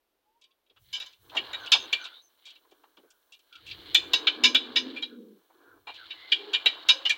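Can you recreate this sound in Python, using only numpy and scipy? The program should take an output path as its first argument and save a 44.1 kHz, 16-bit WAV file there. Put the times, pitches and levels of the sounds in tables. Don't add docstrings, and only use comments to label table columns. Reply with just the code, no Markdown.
import sys
import numpy as np
from scipy import signal
from scipy.fft import rfft, irfft, next_fast_len
from scipy.io import wavfile

SR = 44100
rng = np.random.default_rng(int(sys.argv[2]) if len(sys.argv) > 2 else 0)


def unload_audio(sound):
    columns = np.transpose(np.atleast_2d(sound))
    steps = np.round(np.clip(columns, -1, 1) * 32767)
    wavfile.write(sys.argv[1], SR, steps.astype(np.int16))


N = 316197
TIME = np.arange(N) / SR


def from_db(db):
    return 10 ** (np.asarray(db) / 20)


def rms(x):
    return np.sqrt(np.mean(x ** 2) + 1e-24)


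def at_level(x, db):
    return from_db(db) * x / rms(x[:SR // 40])


def add(out, start_s, sound):
    at = max(int(start_s * SR), 0)
    out[at:at + len(sound)] += sound[:len(out) - at]


def arch(start_s, length_s):
    return np.sin(np.pi * np.clip((TIME - start_s) / length_s, 0, 1))


def held_db(start, stop, rise_db_s, fall_db_s):
    return -rise_db_s * np.maximum(start - TIME, 0) - fall_db_s * np.maximum(TIME - stop, 0)


def flutter(rate_hz, spread_db=1.8):
    knots = rng.standard_normal(4000)
    wander = np.interp(TIME * rate_hz, np.arange(len(knots)), knots) * np.sqrt(3 / 2)
    return from_db(spread_db * wander)


def band(x, edges_hz, kind, order=4):
    return signal.sosfilt(signal.butter(order, edges_hz, kind, fs=SR, output="sos"), x)


def coloured(spectrum, source):
    hz, db = np.transpose(spectrum)
    grid_hz = np.maximum(np.arange(N + 1) * SR / (2 * N), 1)
    octaves_outside = np.abs(np.log2(grid_hz / np.clip(grid_hz, hz[0], hz[-1])))
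    curve_db = np.interp(np.log(grid_hz), np.log(hz), db) - 36 * octaves_outside
    size = next_fast_len(N)
    gain = np.interp(np.linspace(0, SR / 2, size // 2 + 1), grid_hz, from_db(curve_db))
    out = irfft(rfft(source, size) * gain, size)[:N]
    return out / rms(out)


def resonance(x, hz, width_hz):
    radius = np.exp(-np.pi * width_hz / SR)
    feedforward = np.array([1, 0, -1]) * (1 - radius ** 2) / 2
    feedback = [1, -2 * radius * np.cos(2 * np.pi * hz / SR), radius ** 2]
    return signal.lfilter(feedforward, feedback, x + 1e-18)


def moving_band(hz, width_hz):
    noise = rng.standard_normal(len(hz)) + 1j * rng.standard_normal(len(hz))
    envelope = band(noise, width_hz / 2, "low", order=2)
    out = np.real(envelope * np.exp(2j * np.pi * np.cumsum(hz) / SR))
    return out / rms(out)


def contacts(size, per_s, spread_db):
    impulses = (rng.random(size) < per_s / SR) * rng.choice([-1, 1], size)
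    return impulses * from_db(spread_db * rng.standard_normal(size).clip(-2, 2))


# (frequency [Hz], relative density [dB])
AIR_SPECTRUM = [(15, -24), (25, -2.5), (154, -22), (344, -4), (1030, -11.5), (2130, -17), (3350, -15.5),
                (7480, -27), (15000, -19.5)]

def outdoor_air(level_db=-79):
    return from_db(level_db) * coloured(AIR_SPECTRUM, rng.standard_normal(N))


# (time [s], duration [s], start pitch [Hz], end pitch [Hz], bandwidth [Hz], level [dB])
WET_SQUEAKS = [(0.209, 0.21, 806, 970, 22, -74), (0.367, .19, 980, 1110, 30, -82),
               (1.589, .12, 1614, 1370, 130, -47.5), (1.59, .08, 6500, 5900, 280, -67),
               (1.787, .08, 6560, 6070, 280, -52.5), (1.973, .12, 1573, 1374, 140, -47),
               (1.994, 0.058, 6450, 5950, 280, -60), (2.068, .1, 1550, 1360, 150, -58),
               (2.093, .14, 3410, 4020, 350, -53), (2.21, 0.085, 6280, 6050, 250, -64.5),
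               (2.998, 0.22, 1500, 1480, 139, -75), (3.505, .11, 1474, 1330, 155, -57),
               (5.07, 0.11, 1570, 1390, 220, -62), (5.622, .15, 1556, 1417, 199.5, -58.5),
               (5.97, 0.096, 1645, 1340, 140, -50.5), (6.133, 0.22, 2030, 2135, 150, -53.5)]

def squelches():
    out = np.zeros(N)
    for start, length, start_hz, end_hz, width_hz, db in WET_SQUEAKS:
        size = int(length * SR)
        glide = moving_band(np.linspace(start_hz, end_hz, size), width_hz)
        add(out, start, from_db(db) * glide * np.sin(np.linspace(0, np.pi, size)))
    return out


def rattle(t, length_s, tail_db=-19, fall_db_s=760, tail_fall_db_s=170, rise_s=0.00026):
    after = np.maximum(t - length_s, 0)
    attack = 1 - np.exp(-t / rise_s)
    decay = np.hypot(from_db(-fall_db_s * after), from_db(tail_db - tail_fall_db_s * after))
    chatter = contacts(len(t), per_s=2300, spread_db=3) + 0.18 * rng.standard_normal(len(t))
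    return attack * decay * chatter


# (frequency [Hz], bandwidth [Hz], gain [dB])
FRAME_MODES = [(480, 200, -25), (830, 150, -23), (1025, 70, -20), (1300, 150, -24), (1547, 110, -15),
               (1700, 100, -21), (1892, 80, -13), (2270, 60, -10), (2387, 35, -6), (2530, 90, -12),
               (2748, 70, -5), (2900, 90, -7), (2965, 50, -3), (3033, 50, -3), (3267, 70, -4),
               (3526, 60, -3), (3674, 60, -6), (3827, 70, -3), (3950, 90, -15), (4155, 60, -8),
               (4300, 80, -15), (4478, 70, -20), (4643, 60, -17), (4830, 90, -26), (5130, 110, -23),
               (6040, 200, -34), (6930, 180, -30), (7140, 110, -25), (7700, 280, -36), (10900, 700, -40)]

def frame(blows, favoured_hz, favour_db=10, direct=0.17, reach_hz=160, scatter_db=4):
    body = direct * band(blows, [2200, 4200], "band", order=2) + from_db(-65) * blows
    for k, (hz, width_hz, db) in enumerate(FRAME_MODES):
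        emphasis_db = favour_db * np.exp(-((hz - favoured_hz) / reach_hz) ** 2)
        gain = from_db(db + emphasis_db + scatter_db * rng.standard_normal())
        body = body + (-1) ** k * gain * resonance(blows, hz, width_hz)
    return body


# (time [s], duration [s], level [dB], relative treble [dB])
LIGHT_CONTACTS = [(0.413, 0.013, -62.5, -10), (0.439, 0.0026, -60.5, -15), (0.508, 0.0031, -72, -22),
                  (0.662, .003, -76, -22), (0.697, 0.0042, -65, -33), (0.761, .014, -64, -25),
                  (1.128, 0.0036, -61, -12), (1.295, 0.0033, -53.5, -25), (1.349, .03, -44, -18),
                  (1.661, 0.0082, -38.5, -21), (2.04, 0.024, -40, -18), (2.454, 0.033, -49, -13),
                  (2.501, .009, -52.5, -16), (2.553, 0.0075, -57, -27), (2.711, .004, -65, -10.5),
                  (2.833, .005, -70.5, -16), (2.969, .005, -60, -23), (3.104, .008, -67, 3),
                  (3.321, .002, -55, -10.5), (3.329, 0.015, -53.5, -16), (3.391, .004, -67, -8),
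                  (3.525, 0.0078, -53.5, -24), (3.553, 0.0052, -50, -22), (3.664, 0.047, -46.5, -17),
                  (3.711, 0.0027, -39.5, -32), (5.942, 0.023, -49.5, -21)]

def ticks():
    out, t = np.zeros(N), np.arange(SR // 4) / SR
    for start, length, db, bright_db in LIGHT_CONTACTS:
        blows = rattle(t, length, tail_db=-26.5)
        body = frame(blows, favoured_hz=4800, favour_db=6.5, direct=.3)
        body = band(body, [2300, 5200], "band", order=3)
        edge = band(blows, [4400, 7600], "band", order=2) * np.exp(-t / .04)
        add(out, start, at_level(body, db) + at_level(edge, db + bright_db))
    return out


# (time [s], duration [s], pitch [Hz], level [dB])
BEARING_KNOCKS = [(0.698, .02, 393, -71), (0.761, 0.011, 1280, -67.5), (1.317, 0.03, 780, -50),
                  (1.348, 0.024, 740, -38.5), (1.351, 0.087, 320, -53.5), (1.745, 0.011, 815, -35),
                  (1.778, 0.1, 335, -54.5), (2.649, .004, 930, -67.5), (2.718, .008, 404, -59.5),
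                  (2.836, 0.0061, 1070, -59), (2.97, 0.0065, 900, -63), (2.976, .029, 320, -61),
                  (3.034, 0.026, 366, -60.5), (5.498, 0.016, 793, -63), (5.87, 0.034, 863, -45)]

def knocks(relative_width=0.36):
    out, t = np.zeros(N), np.arange(SR // 4) / SR
    for start, length, hz, db in BEARING_KNOCKS:
        body = resonance(rattle(t, length), hz, relative_width * hz)
        add(out, start, at_level(band(body, [230, 2200], "band", order=3), db))
    return out


# (frequency [Hz], relative density [dB])
RUMBLE_SPECTRUM = [(13, -46), (22, -16.5), (30, -9), (96, 5), (127, 1.5), (161, -23.5), (185, -1),
                   (230, -32), (400, -120)]
HISS_SPECTRUM = [(3530, -24), (6000, -12), (6510, -15.5), (7400, -16), (13900, -11), (16000, -1.5)]
# (start [s], stop [s], rumble level [dB], hiss level [dB])
LEANS = [(0.82, 0.89, -69.5, -68), (1.223, 1.8, -67.5, -65), (3.67, 4.08, -60, -65.5),
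         (4.39, 4.9, -74.5, -76), (5.703, 6.2, -78, -72.5), (6.554, 7.17, -80, -71)]

def shaking(rise_db_s=243, hiss_rest_db=-7.5):
    rumble = hiss = 0
    for start, stop, rumble_db, hiss_db in LEANS:
        swell_db = held_db(start, stop, rise_db_s, fall_db_s=79)
        rumble = np.maximum(rumble, from_db(rumble_db + swell_db))
        fading_db = held_db(start, stop, rise_db_s, fall_db_s=15.5)
        lingering_db = hiss_rest_db + held_db(start, stop, rise_db_s, fall_db_s=0)
        hiss = np.maximum(hiss, from_db(hiss_db + np.maximum(fading_db, lingering_db)))
    return (rumble * coloured(RUMBLE_SPECTRUM, rng.standard_normal(N))
            + hiss * coloured(HISS_SPECTRUM, rng.standard_normal(N)))


def clash(t, rattle_s, favoured_hz, middle_db, thud_db, edge_db, crack_s=0.0056, top_fade_s=0.027):
    body = frame(rattle(t, rattle_s), favoured_hz)
    thud = band(body, [220, 2000], "band", order=8)
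    middle = band(band(body, [1800, 5600], "band"), 5600, "low")
    edge = band(body, 5800, "high", order=6) * (1 + 1.5 * np.exp(-t / crack_s))
    top = .6 * np.exp(-t / top_fade_s) * band(edge, 8200, "high", order=6)
    edge = band(edge, 8200, "low", order=6) + top
    return at_level(middle, middle_db) + at_level(thud, thud_db) + at_level(edge, edge_db)


def ringing(t, modes, rattle_s, db, offset_hz=13):
    hz, mode_db, t60 = np.transpose(np.repeat(modes, 2, axis=0))[:, :, None]
    hz = hz * (1 + .002 * rng.standard_normal(hz.shape)) + offset_hz * np.resize([-1, 1], hz.shape)
    mode_db = mode_db + np.resize([0, -5], hz.shape) + 2.2 * rng.standard_normal(hz.shape)
    envelopes = from_db(mode_db - 60 * t / t60) / np.sqrt(t60)
    cycles = hz * t + rng.random(hz.shape)
    jostle = np.cumsum(.006 * rng.standard_normal((len(hz), len(t))), axis=1)
    out = np.sum(envelopes * np.sin(2 * np.pi * (cycles + jostle)), axis=0)
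    out *= 1 - np.exp(-t / (0.49 * rattle_s))
    return from_db(db) * out / rms(out[(t > .03) & (t < .07)])


# (frequency [Hz], relative level [dB], 60 dB decay [s])
STEEL_MODES = [(1030, -10, .2), (1645, -9, .2), (2295, -2, .14), (2955, 3, .16), (3284, -3, .16),
               (3526, 0, .14), (3690, 4, .13), (4020, 0, .2), (4274, -4, .12), (4715, -2, .14),
               (4863, -7, .14), (5073, 0, .17), (5280, -6, .12), (5415, -5, .13), (5620, -14, .14),
               (5980, -9, .16), (6276, -10, .18), (6355, -14, .15), (6597, -17, .13), (6960, -18, .16)]
WHEEL_MODES = [(2385, 0, .17)]
# (time [s], rattle duration [s], favoured resonance [Hz], level [dB],
# relative treble [dB], ring bias toward the steel and away from the wheel [dB])
TOOTH_CLASHES = [(0.928, 0.038, 3120, -34, -13.5, 19), (1, 0.025, 3950, -38, -12.5, 12),
                 (1.059, 0.0058, 3100, -52.5, -9, 17), (1.366, .013, 2810, -24.5, -24, -9),
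                 (1.53, 0.015, 3664, -33.5, -18.5, -17), (1.718, .012, 3680, -15, -15, 11.5),
                 (1.927, 0.004, 3440, -23.5, -18, -23), (3.945, 0.0097, 3450, -15.5, -15, 0),
                 (4.133, 0.0029, 3830, -19, -16.5, 9), (4.269, .007, 3980, -18, -32, -6),
                 (4.436, 0.019, 3670, -17, -13.5, 19), (4.546, .007, 3407, -16.5, -24, -2),
                 (4.758, 0.013, 3700, -21, -24, 14), (4.961, 0.021, 2440, -41, -27, -30.5),
                 (5.022, 0.012, 3890, -30, -28, -6), (5.869, 0.031, 4100, -45, -25, -31),
                 (6.103, 0.0084, 2730, -37.5, -40, -7), (6.318, 0.0064, 3155, -18, -29, -12),
                 (6.532, 0.019, 3080, -22, -24, -21.5), (6.658, 0.0046, 3860, -16.5, -27, -9),
                 (6.886, 0.013, 3706, -14.5, -15.5, 11.5), (7.051, 0.014, 2920, -22.5, -33, 1),
                 (7.094, 0.015, 2400, -19.5, -16.5, -16)]

def gear_clashes(rustle_gain, full_load_db=-53.5, firm_clash_db=-17):
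    out, t = np.zeros(N), np.arange(SR // 3) / SR
    for start, rattle_s, favoured_hz, db, bright_db, bias_db in TOOTH_CLASHES:
        load_db = 20 * np.log10(rustle_gain[int(start * SR)]) - full_load_db
        thud_db = -38 + 0.51 * (db - firm_clash_db) + load_db
        impact = clash(t, rattle_s, favoured_hz, db, thud_db, db + bright_db)
        steel = ringing(t, STEEL_MODES, rattle_s, db - 28.5 + bias_db)
        wheel = ringing(t, WHEEL_MODES, rattle_s, db - 37.5 - bias_db)
        add(out, start, impact + steel + wheel)
    return out


# (start [s], stop [s], run-up [s], time to pull the sheet taut [s],
# gear level [dB], roller level [dB], stand level [dB])
CRANK_TURNS = [(0.94, 1.024, 0.077, 0.012, -50.5, -61.5, -81), (1.36, 2.053, 0.087, .01, -48.5, -50, -62.5),
               (2.46, 2.48, 0.1, .01, -56.5, -68.5, -85), (3.69, 4.979, 0.17, 0.5, -49, -49.5, -46),
               (5.89, 7.17, 0.016, 0.79, -49.5, -51.5, -61.5)]

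def cranking(run_up_db=16, slack_db=-17.5, yield_db_s=8.5, gear_creep_db=-30.5, roller_creep_db=-21.5):
    gears = rollers = stand = 0
    for start, stop, run_up_s, taut_s, grind_db, rustle_db, stand_db in CRANK_TURNS:
        rise_db_s = run_up_db / run_up_s
        running = from_db(held_db(start, stop, rise_db_s, fall_db_s=137))
        creeping = from_db(held_db(start, stop, rise_db_s, fall_db_s=1))
        meshing = np.maximum(running, from_db(gear_creep_db) * creeping)
        rolling = np.maximum(running, from_db(roller_creep_db) * creeping)
        slack = np.clip((start + taut_s - TIME) / taut_s, 0, 1)
        yielding_s = np.maximum(np.minimum(TIME, stop) - start - taut_s, 0)
        load_db = slack_db * slack - yield_db_s * yielding_s
        gears = np.hypot(gears, meshing * from_db(grind_db + .25 * load_db))
        rollers = np.hypot(rollers, rolling * from_db(rustle_db + load_db))
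        stand = np.hypot(stand, rolling * from_db(stand_db + load_db))
    return gears, rollers, stand


# (frequency [Hz], relative density [dB])
GRIND_SPECTRUM = [(1060, -28), (1800, -10.5), (1960, -15.5), (2020, -8), (2200, -10), (2610, -14.5),
                  (3040, -2.5), (3630, -3.5), (4180, -2.5), (4880, -20), (5810, -33), (7550, -37),
                  (9000, -43.5), (11700, -66.5), (19800, -120)]

def gear_grind(gain):
    slips = contacts(N, per_s=2000, spread_db=3)
    ring = sum(resonance(slips, hz, width_hz) for hz, width_hz, _ in FRAME_MODES)
    return gain * flutter(rate_hz=60) * coloured(GRIND_SPECTRUM, slips + 0.36 * ring)


# (frequency [Hz], relative density [dB])
ROLLER_SPECTRUM = [(250, -11.5), (430, -7), (488, -5), (569, -3), (937, -1), (1030, 1.5), (1340, -3),
                   (1680, 0.5), (2010, -32.5), (2300, -12), (2990, -40), (5060, -120)]

def roller_rustle(rolling, rubs):
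    gain = np.hypot(rolling, rubs) * flutter(rate_hz=50)
    return gain * coloured(ROLLER_SPECTRUM, contacts(N, per_s=5000, spread_db=7))


# (frequency [Hz], bandwidth [Hz], relative level [dB])
STAND_MODES = [(320.4, 55, 1.5), (456, 74, -1.5), (374.5, 81, -4)]

def hollow_stand(rolling, rubs, rub_coupling_db=2.5, groan_coupling_db=-6.5):
    drags = sum(from_db(db) * arch(start, length) for start, length, _, _, db in RUBBER_DRAGS)
    shakes = from_db(rub_coupling_db) * rubs + from_db(groan_coupling_db) * drags
    modes = sum(from_db(db) * moving_band(np.full(N, hz), width_hz) for hz, width_hz, db in STAND_MODES)
    return np.hypot(rolling, shakes) * modes / rms(modes)


# (time [s], duration [s], level [dB])
SHEET_RUBS = [(1.218, 0.23, -64), (2.5, 0.54, -76), (5.495, 0.36, -65.5)]

def rubbing():
    return sum(from_db(db) * arch(start, length) for start, length, db in SHEET_RUBS)


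# (time [s], duration [s], start pitch [Hz], end pitch [Hz], level [dB])
RUBBER_DRAGS = [(4.353, 0.26, 220, 278, -39.5), (4.57, 0.24, 250, 226.4, -47),
                (4.714, 0.32, 238, 275.6, -43), (4.971, 0.45, 275, 186.3, -47),
                (6.29, 0.32, 395, 424, -48.5), (6.86, .22, 522, 535, -54.5)]

def groans(skirt_db=-10, octave_db=-13):
    out = np.zeros(N)
    for start, length, start_hz, end_hz, db in RUBBER_DRAGS:
        hz = np.linspace(start_hz, end_hz, int(length * SR))
        core = moving_band(hz, width_hz=30)
        skirt = from_db(skirt_db) * moving_band(hz, width_hz=110)
        octave = from_db(octave_db) * moving_band(2 * hz, width_hz=70)
        swell = np.sin(np.linspace(0, np.pi, len(hz)))
        add(out, start, from_db(db) * swell * (core + skirt + octave))
    return band(out, 230, "high", order=6)


def scene():
    grind_gain, rustle_gain, stand_gain = cranking()
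    rubs = rubbing()
    air = outdoor_air()
    impacts = gear_clashes(rustle_gain) + ticks() + knocks()
    friction = gear_grind(grind_gain) + roller_rustle(rustle_gain, rubs) + hollow_stand(stand_gain, rubs)
    return (air + impacts + friction + groans() + squelches() + shaking())[None]


def record(dry):
    cutoff_hz = 15900
    return signal.sosfilt(signal.ellip(10, .2, 80, cutoff_hz, fs=SR, output="sos"), dry)


dry = scene()
out = record(dry)
unload_audio(out)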